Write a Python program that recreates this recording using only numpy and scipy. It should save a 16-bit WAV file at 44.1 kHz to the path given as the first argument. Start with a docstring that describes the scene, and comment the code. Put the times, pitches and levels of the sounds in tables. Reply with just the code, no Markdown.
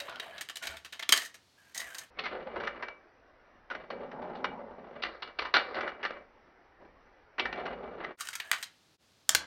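"""Hard knocks over a rumbling, chattering roll: steel marbles on a marble run on a carpeted floor.
Each joint or stop gives a knock: noise bursts and a short ring. Rolling is noise roughened by small bumps.
Plastic tiles and wire rails colour both; floor boards thump, the room answers, a quiet hush lies below.
Four shots are joined by short fades; the second, in slow motion, is lower and duller with sparser bumps."""
import sys
import numpy as np
from scipy import signal
from scipy.io import wavfile
from scipy.ndimage import uniform_filter1d

SR = 44100
rng = np.random.default_rng(int(sys.argv[2]) if len(sys.argv) > 2 else 0)


def materialize(psi):
    """Save the field psi as 16-bit PCM at rate SR to the path in sys.argv[1].

    A 1-D psi becomes a single channel; in a 2-D psi each row is a channel.
    """
    bounded = np.clip(np.atleast_2d(psi).T, -1, 1)
    quanta = np.round(bounded * 32767).astype(np.int16)
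    wavfile.write(sys.argv[1], SR, quanta)


N = 417186
SLOWING = 2.6  # slow motion stretches time by this factor
TILE_HZ, RAIL_HZ, TOP_HZ = 1200, 4000, 18000  # upper edges of thud, knock and tick

# Knocks at joints and stops: t/s, knock drive level/dB, tick level above the knock/dB,
# loudest ring f/Hz, knock decay t60/s
KNOCKS = [(0.0014, -24.5, -6.5, 3820, 0.034), (0.0947, -35.5, -5.5, 1410, 0.033),
          (0.158, -31, -23, 3300, 0.02), (0.1981, -21.5, -15.5, 3810, 0.031),
          (0.38, -30.5, -15, 3860, 0.047), (0.4094, -27, 0.5, 1840, 0.063), (0.4884, -27, -7, 3020, 0.014),
          (0.496, -29.5, -6, 3060, 0.055), (0.557, -31.5, 2.5, 3800, 0.034), (0.569, -30.5, 3, 3000, 0.034),
          (0.6239, -35, -3.5, 2260, 0.42), (0.67, -21, -5.5, 3710, 0.038),
          (0.7683, -34.5, -3.5, 3630, 0.056), (0.847, -33.5, -5, 3860, 0.08),
          (0.924, -33, -8.5, 3060, 0.12), (0.994, -25.5, -7.5, 2060, 0.047),
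          (1.025, -24.5, -18, 3415, 0.046), (1.091, -10, -1.5, 3360, 0.03), (1.1226, -6, 2.5, 3110, 0.039),
          (1.137, -12, -7, 1940, 0.021), (1.161, -26, 2, 3180, 0.072), (1.1739, -25, 6.5, 1930, 0.051),
          (1.219, -28, -5, 1900, 0.043), (1.2493, -53, 18, 1800, 0.11), (1.342, -40.5, -1.5, 5870, 0.083),
          (1.746, -49.5, 17, 1980, 0.14), (1.777, -32.5, 12.5, 6300, 0.028), (1.7982, -37.5, 7, 1900, 0.11),
          (1.9464, -34, 4, 1787, 0.041), (1.983, -38, 10.5, 6360, 0.055), (2.1879, -22, -3.5, 2550, 0.067),
          (2.2362, -30.5, -5.5, 2140, 0.24), (2.2557, -23, -9, 2100, 0.089),
          (2.557, -32.5, -21, 1000, 0.11), (2.6, -30, -13, 1000, 0.13), (2.632, -31, -33, 1295, 0.16),
          (2.6703, -23, -25, 1788, 0.083), (2.824, -22.5, -27, 1770, 0.07), (2.883, -21.5, -37, 979, 0.029),
          (3.7005, -27, -33, 1430, 0.14), (3.7489, -24.5, -33, 1485, 0.049),
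          (3.9023, -24.5, -10.5, 618, 0.069), (4.1139, -33, -27.5, 1175, 0.057),
          (4.217, -40.5, -13, 900, 0.14), (4.295, -48, -8, 855, 0.048), (4.349, -41.5, -6.5, 900, 0.16),
          (4.4424, -12.5, -13, 1050, 0.041), (5.0214, -33.5, 9, 966, 0.07), (5.033, -19, -3, 2790, 0.058),
          (5.047, -20, -14, 2000, 0.07), (5.222, -28, 3.5, 1015, 0.055), (5.274, -34.5, -4.5, 1220, 0.05),
          (5.3872, -20.5, -0.5, 2340, 0.07), (5.4182, -23, -5, 983, 0.06), (5.449, -27.5, -10, 1013, 0.13),
          (5.5389, -8.5, -2, 1459, 0.13), (5.581, -19.5, -18.5, 1950, 0.029),
          (5.5982, -24, -24, 1270, 0.089), (5.7429, -30.5, -4.5, 543, 0.21), (5.806, -21, -41, 1288, 0.073),
          (5.876, -20.5, -35, 1478, 0.074), (6.029, -20.5, -23, 1730, 0.074),
          (6.0499, -14, -10, 1779, 0.049), (6.104, -27, -26, 518, 0.054), (7.381, -22.5, -31, 1920, 0.059),
          (7.3954, -10.5, -2, 2740, 0.038), (7.453, -19, -23, 1830, 0.06), (7.5263, -19, -9.5, 2800, 0.036),
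          (7.556, -35.5, -29, 697, 0.11), (7.598, -29.5, -22, 1780, 0.049), (7.654, -26, -18, 373, 0.09),
          (8.037, -29, -18, 1917, 0.089), (8.2067, -31, 7, 1239, 0.07), (8.2722, -28.5, -1, 2870, 0.019),
          (8.287, -26, 2.5, 1523, 0.027), (8.33, -34, -3, 2120, 0.078), (8.3533, -28, 6, 2090, 0.029),
          (8.3996, -22, -9.5, 1484, 0.045), (8.515, -9, -2.5, 1885, 0.015), (8.527, -22, -11, 1440, 0.097),
          (8.6264, -27, 0, 4170, 0.06), (9.2925, -8, 4, 7180, 0.015), (9.349, -9, 5.5, 1590, 0.019)]
# Thud under each knock, one row per shot: level relative to the knock/dB
THUD_LEVELS = [-14.5, -13, -42, -12]


def blows(thud_lasts=1.4, tick_lasts=0.94, rise_s=0.0007, snap_db=12.5, lumps_db=3.2,
          ring_db=2.0, ring_width=100, damping=1.7):
    """Thud, knock and tick forces (a snap, then loose parts rattling), and the struck piece's own ring."""
    out, t = np.zeros((4, N + SR)), np.arange(8000) / SR
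    for start, db, tick_db, hz, t60 in KNOCKS:
        thud_db = THUD_LEVELS[sum(start > join[0] for join in JOINS)]
        stretch = time_stretch(start)
        noise = rng.standard_normal((5, len(t)))

        # small rebounds make the rattle lumpy
        rebounds = evened(uniform_filter1d(noise[4], round(70 * stretch)))
        lumps = amp(lumps_db * np.minimum(t / 0.006, 1) * rebounds)
        lasts = t60 * np.array([[thud_lasts], [1], [tick_lasts], [1]])
        attack = 1 - np.exp(-t / (rise_s * stretch))
        force = attack * amp(-60 * t / lasts) * lumps * noise[:4]
        # dry, short blows start with a harder snap
        force[:, 8] += amp(snap_db) * 0.02 / t60 / stretch

        width = ring_width + damping / t60  # dry blows ring broad
        force[3] = resonate(force[3], hz, width) * np.sqrt(SR / (8 * width))
        # hard blows ring more
        ring_level = max(0, tick_db) + ring_db + 0.12 * (db + 23)
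        level_db = np.array([[thud_db], [0], [tick_db], [ring_level]])
        out[:, round(start * SR):][:, :len(t)] += amp(db - 8.0 + level_db) * force
    return out[:, :N]


def crossing(t, start, length, on_s=0.014, off_s=0.016, sag_db=3.0):
    """Gain of one crossing: swell, slackening hold, fade; the edges are slower in slow motion."""
    along = np.clip((t - start) / length, 0, 1)
    # on_s and off_s are the times for 20 dB at full speed
    outside = np.maximum(start - t, 0) / on_s + np.maximum(t - start - length, 0) / off_s
    edge_db = 20 * np.minimum(outside / time_stretch(start), 10)
    return amp(-sag_db * (along - 0.5) - edge_db)


# The marble crossing one piece: start t/s, length t/s, drive level of the rumble in the tiles/dB,
# drive level of the chatter on the rails/dB, hollow of the piece f/Hz
PIECES = [(0, 0.1, -56, -52.5, 620), (0.085, 0.1, -51, -53, 1450), (0.222, 0.097, -54.5, -52.5, 648.4),
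          (0.321, 0.096, -54.5, -53.5, 1590), (0.62, .14, -53.5, -53.5, 1461),
          (1.118, 0.1401, -60, -46, 1830), (1.581, 0.15, -74, -67, 1602),
          (1.759, 0.112, -54.5, -48.5, 1945), (1.868, .18, -60, -52, 1701), (2.19, .1, -46.5, -52.5, 2137),
          (2.325, 0.1, -43.5, -49.5, 520), (2.462, 0.07, -43.5, -51, 520),
          (2.554, 0.11, -41.5, -50.5, 467.7), (2.697, 0.21, -51.5, -51, 569.4),
          (3.746, .1, -49, -57, 623.4), (3.922, 0.1756, -44.5, -59, 492.8), (4.14, 0.41, -43, -62, 849),
          (4.561, 0.19, -47, -66, 900), (4.78, 0.15, -49.5, -65, 598.6), (4.959, 0.054, -48, -52, 559.9),
          (5.07, 0.11, -56, -52, 560), (5.228, .07, -53.5, -51, 540), (5.398, .09, -51, -47.5, 1000),
          (5.572, 0.21, -46.5, -43, 487.8), (5.764, 0.13, -43.5, -43, 596.2),
          (5.92, 0.3, -53.5, -53.5, 598), (6.809, .06, -56.5, -71, 341.9), (7.418, .11, -45.5, -56, 1779),
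          (7.552, .18, -42, -49.5, 695.2), (7.771, 0.2, -44.5, -58.5, 464.4),
          (8.0, 0.11, -45.5, -48, 380.4), (8.196, 0.19, -71.5, -53, 1400), (8.413, 0.1, -60.5, -54.5, 1692),
          (8.53, 0.09, -64.5, -54.5, 1880), (9.303, 0.14, -51, -65, 1575)]


def rolling(slow, bumps_per_s=380, bump_db=3.3, bump_s=0.003, smooth=0.4, lumpy=0.95,
            hollow_db=-5.0, hollow_width=120, hollow_drift=0.035,
            deep_db=-5.0, deep_bias=0.56, bare_bias=4.8):
    """Rumble and chatter forces, noise swelling at every small bump, and the hollow piece humming."""
    start, length, rumble_db, chatter_db, hz = np.transpose(PIECES)
    t, coarse_t = np.arange(N) / SR, np.arange(0, N + 64, 64) / SR
    gains = np.array([crossing(coarse_t, *row) for row in zip(start, length)])
    rumble, chatter = [np.interp(t, coarse_t, np.sqrt(amp(2 * db) @ gains ** 2))
                       for db in (rumble_db, chatter_db)]

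    # bumps come in the marble's own time, so slow motion spreads them out
    own_time = np.cumsum(np.where(slow, 1 / SLOWING, 1))
    bumps = amp(bump_db * np.minimum(rng.exponential(1, N), 4)) * (rng.random(N) < bumps_per_s / SR)
    rough = evened(signal.lfilter([1], [1, -np.exp(-1 / (bump_s * SR))], bumps))
    rough = np.interp(own_time, np.arange(N), rough)
    grit = rng.standard_normal((4, N))

    # each piece has its own hollow, so the hum steps from pitch to pitch and wanders a little
    piece_hz = uniform_filter1d(np.repeat(hz[gains.argmax(axis=0)], 64)[:N], 600)
    wander = uniform_filter1d(uniform_filter1d(rng.standard_normal(N), size=1500), size=1500)
    piece_hz = piece_hz * (1 + hollow_drift * evened(wander))
    r = np.exp(-np.pi * hollow_width / SR)
    sway = signal.lfilter([1], [1, -2 * r, r * r], grit[2:], axis=1)
    sway = (sway[0] + 1j * sway[1]) * np.where(slow, 1, 2)  # the hum stands out more at full speed
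    hollow = evened((sway * np.exp(2j * np.pi * np.cumsum(piece_hz) / SR)).real)
    hollow = amp(hollow_db) * np.hypot(rumble, chatter) * hollow

    # tiles carry a deep body, bare rails hardly any
    deep = amp(deep_db) * rumble * (rumble / np.hypot(rumble, 3 * chatter)) ** deep_bias
    bare = (chatter / np.hypot(rumble, chatter)) ** bare_bias  # bare rails also hiss high up
    rumble_force = rumble * evened(1 + lumpy * rough) * grit[0]
    chatter_force = chatter * evened(smooth + rough) * grit[1]
    return rumble_force, chatter_force, bare * chatter_force, hollow, deep * grit[0]


# What tiles and rails ring with: f/Hz, width f/Hz, relative level/dB
TRACK = [(668.6, 60, -3.5), (1754, 170, -6), (3080, 65, -4), (3850, 120, -6.5), (6500, 160, -6),
         (8522, 550, -10)]
# Other pieces, in the last shot: f/Hz, width f/Hz, relative level/dB
LAST_TRACK = [(1636, 290, 0), (3480, 430, -4.5), (4250, 350, -9), (5540, 250, -5)]
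# The pieces in slow motion: f/Hz, width f/Hz, relative level/dB
SLOWED_TRACK = [(369, 40, -2), (560, 190, -3), (771, 14, 1), (1190, 70, -8.5), (2024, 81, -4),
                (2306, 8.7, 3), (2870, 69, -3)]
# Colour of contact noise at full speed: f/Hz, relative level per Hz/dB
CONTACT = [(100, -19), (300, -8.5), (2000, -5), (4250, -7), (9000, -13), (10300, -21), (11500, -15),
           (16000, -24.5)]
# Colour of contact noise in slow motion: f/Hz, relative level per Hz/dB
SLOWED_CONTACT = [(80, -27.5), (220, 6.5), (1500, -0.5), (3000, -14.5), (4400, -19), (4800, -26.5),
                  (6200, -51.5)]


def track(forces, contact, modes, room_stretch, ring_db, chatter_top_hz, boom_db, room_db):
    """The forces shake tiles, rails and the floor boards, and the room answers."""
    thud, knock, tick, ring, rumble, chatter, hiss, hollow, deep = forces
    near = hollow + coloured(thud + rumble, contact, 190, TILE_HZ, modes, ring_db)
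    near += coloured(deep, contact, 120, 280)
    near += coloured(knock, contact, TILE_HZ, RAIL_HZ, modes, ring_db)
    near += coloured(tick + hiss, contact, RAIL_HZ, TOP_HZ, modes, ring_db)
    near += coloured(chatter, contact, TILE_HZ, chatter_top_hz, modes, ring_db)
    boom = amp(boom_db) * resonate(resonate(rumble, 60, 40), 60, 40)
    answer = room(near + 0.55 * ring, room_stretch, 0.0067 * room_stretch)
    return near + ring + boom + amp(room_db) * answer


# The floor boards jolted: t/s, level/dB
THUMPS = [(0.692, -52), (2.67, -56.5), (5.05, -57), (5.418, -55.5), (7.451, -53.5), (7.72, -55),
          (9.344, -51)]


def thumps(hz=75, t60=0.48, slowed_hz=55, slowed_t60=0.65):
    """Low dying swings of the floor boards, lower and longer in slow motion."""
    t, out = np.arange(N) / SR, np.zeros(N)
    for start, db in THUMPS:
        f, lasts = (slowed_hz, slowed_t60) if in_slow_motion(start) else (hz, t60)
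        decay = amp(db - 60 * abs(t - start) / lasts) * (t > start)
        out += decay * np.sin(2 * np.pi * f * (t - start))
    return out


# Room decay before stretching: f/Hz, t60/s
ROOM = [(300, 0.35), (3000, 0.27), (15000, 0.11)]


def room(x, stretch, gap_s):
    """Sparse taps of random sign, each band dying at its own speed."""
    taps = np.zeros(SR)
    at = np.arange(round(gap_s * SR), SR - 20, 12)
    taps[at + rng.integers(0, 12, len(at))] = rng.choice([-1.0, 1.0], len(at))
    hz, t, z = signal.stft(taps, SR, nperseg=256)
    t60 = stretch * read(ROOM, hz * stretch)
    tail = signal.istft(z * amp(-60 * t / t60[:, None]), SR, nperseg=256)[1]
    return signal.fftconvolve(x, tail / np.linalg.norm(tail))[:N]


# Room and microphone noise at full speed: f/Hz, relative level per Hz/dB
HUSH = [(18, -53), (30, -26), (71, -2.5), (2230, -14.5), (4420, -11.5), (16000, -33)]
# Room and microphone noise in slow motion: f/Hz, relative level per Hz/dB
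SLOWED_HUSH = [(40, -4.5), (160, -16.5), (260, -10), (800, -10), (1830, -13), (3300, -29.5), (6000, -34.5)]


def hush(rms_db=-67.5):
    """Steady coloured noise of room and microphone."""
    return amp(rms_db) * coloured(rng.standard_normal(N), HUSH, 14, 20000)


def slowed_hush(rms_db=-61.5):
    """Stirring noise with a trace of the slowed pieces' resonances."""
    noise = coloured(rng.standard_normal(N), SLOWED_HUSH, 9.9, 20000, SLOWED_TRACK, 2.5)
    return amp(rms_db) * stirring(noise)


def stirring(x, patchy_db=2.2, swell_db=0.6):
    """The quiet is uneven: narrow patches come and go, and the whole swells a little."""
    z = signal.stft(x, nperseg=1024, noverlap=768)[2]
    patches = uniform_filter1d(rng.standard_normal(z.T.shape), size=14, axis=0)
    patches = uniform_filter1d(patches, size=3, axis=1)
    swell = uniform_filter1d(rng.standard_normal(z.shape[1]), size=14)
    z = z * amp(patchy_db * evened(patches).T + swell_db * evened(swell))
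    return evened(signal.istft(z, nperseg=1024, noverlap=768)[1][:N])


# Joins between shots: t/s, fade-out t/s, fade-in t/s, level at the bottom/dB
JOINS = [(2.102, 0.022, 0.0061, -1), (8.17, 0.052, 0.0079, -66), (8.975, 0.027, 0.052, -28)]


def join_shots(mix):
    """Dips the level around each join: fade out, a few ms at the bottom, fade in."""
    t = np.arange(N) / SR
    for s, out_s, in_s, db in JOINS:
        corners = [s - out_s, s - 0.004, s + 0.0034, s + in_s]
        mix = mix * np.interp(t, corners, [1, amp(db), amp(db), 1])
    return mix


def in_slow_motion(t):
    """True between the first two joins, the span of the slow-motion shot."""
    return (t > JOINS[0][0]) & (t < JOINS[1][0])


def time_stretch(t):
    """Factor by which events starting at t are drawn out."""
    return SLOWING if in_slow_motion(t) else 1


def amp(db):
    """Decibels to linear gain."""
    return 10 ** (np.asarray(db) / 20)


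def evened(x):
    """Scales to unit rms."""
    return x / np.sqrt(np.mean(x ** 2) + 1e-20)


def read(points, hz):
    """Reads a curve of (f, value) points, straight over log frequency."""
    f, value = np.transpose(points)
    return np.interp(np.log(hz + 1), np.log(f + 1), value)


def coloured(x, points, lo_hz, hi_hz, modes=(), ring_db=0.0):
    """Causal filter of unit power: a smooth spectrum, resonances on top of it, one band kept."""
    hz = np.fft.rfftfreq(8192, 1 / SR)
    ring = sum(amp(2 * db) / (1 + (2 * (hz - f) / w) ** 2) for f, w, db in modes)
    gain = amp(read(points, hz)) * np.sqrt(1 + amp(2 * ring_db) * ring)
    gain = gain / np.sqrt((1 + (lo_hz / (hz + 1)) ** 6) * (1 + (hz / hi_hz) ** 6))
    # minimum phase: the filter answers at once, without ringing ahead
    log = np.log(gain / gain.max() + 1e-5)
    log = np.concatenate([log, log[-2:0:-1]])
    taps = np.fft.ifft(np.exp(np.conj(signal.hilbert(log)))).real[:4096]
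    return signal.oaconvolve(x, taps / np.linalg.norm(taps))[:N]


def resonate(x, hz, width):
    """Shifts hz down to zero, smooths, and shifts back: a resonance of gain 1."""
    turn = np.exp(2j * np.pi * np.cumsum(hz * np.ones(len(x))) / SR)
    r = np.exp(-np.pi * width / SR)
    return 2 * (turn * signal.lfilter([1 - r], [1, -r], x / turn)).real


def low_pass(x, hz):
    """Steep linear-phase low-pass."""
    return signal.oaconvolve(x, signal.firwin(1023, hz, window=("kaiser", 10), fs=SR), "same")


def scene():
    """Full-speed shots and the slow-motion shot, each with its own hush, joined by fades."""
    t = np.arange(N) / SR
    slow, last = in_slow_motion(t), t > JOINS[2][0]
    forces = np.vstack([blows(), rolling(slow)])

    live = hush()
    for shots, modes in [(~slow & ~last, TRACK), (last, LAST_TRACK)]:
        live += track(forces * shots, CONTACT, modes, room_stretch=0.93, ring_db=9.8,
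                      chatter_top_hz=3900, boom_db=5.9, room_db=-10.5)
    slowed = track(forces * slow, SLOWED_CONTACT, SLOWED_TRACK, room_stretch=0.99, ring_db=9.6,
                   chatter_top_hz=5400, boom_db=4.6, room_db=-11.5)
    slowed += slowed_hush()

    # the band limit of the microphone chain comes down with the slowing
    mix = np.where(slow, low_pass(slowed, 15850 / SLOWING), live)
    return join_shots(mix + thumps())[None]


def record(dry, edge_hz=16500):
    """Band limit, with a trace of converter noise."""
    hiss = amp(-99) * rng.standard_normal(N)
    return low_pass(dry[0] + hiss, edge_hz)[None]


dry = scene()
out = record(dry)
materialize(out)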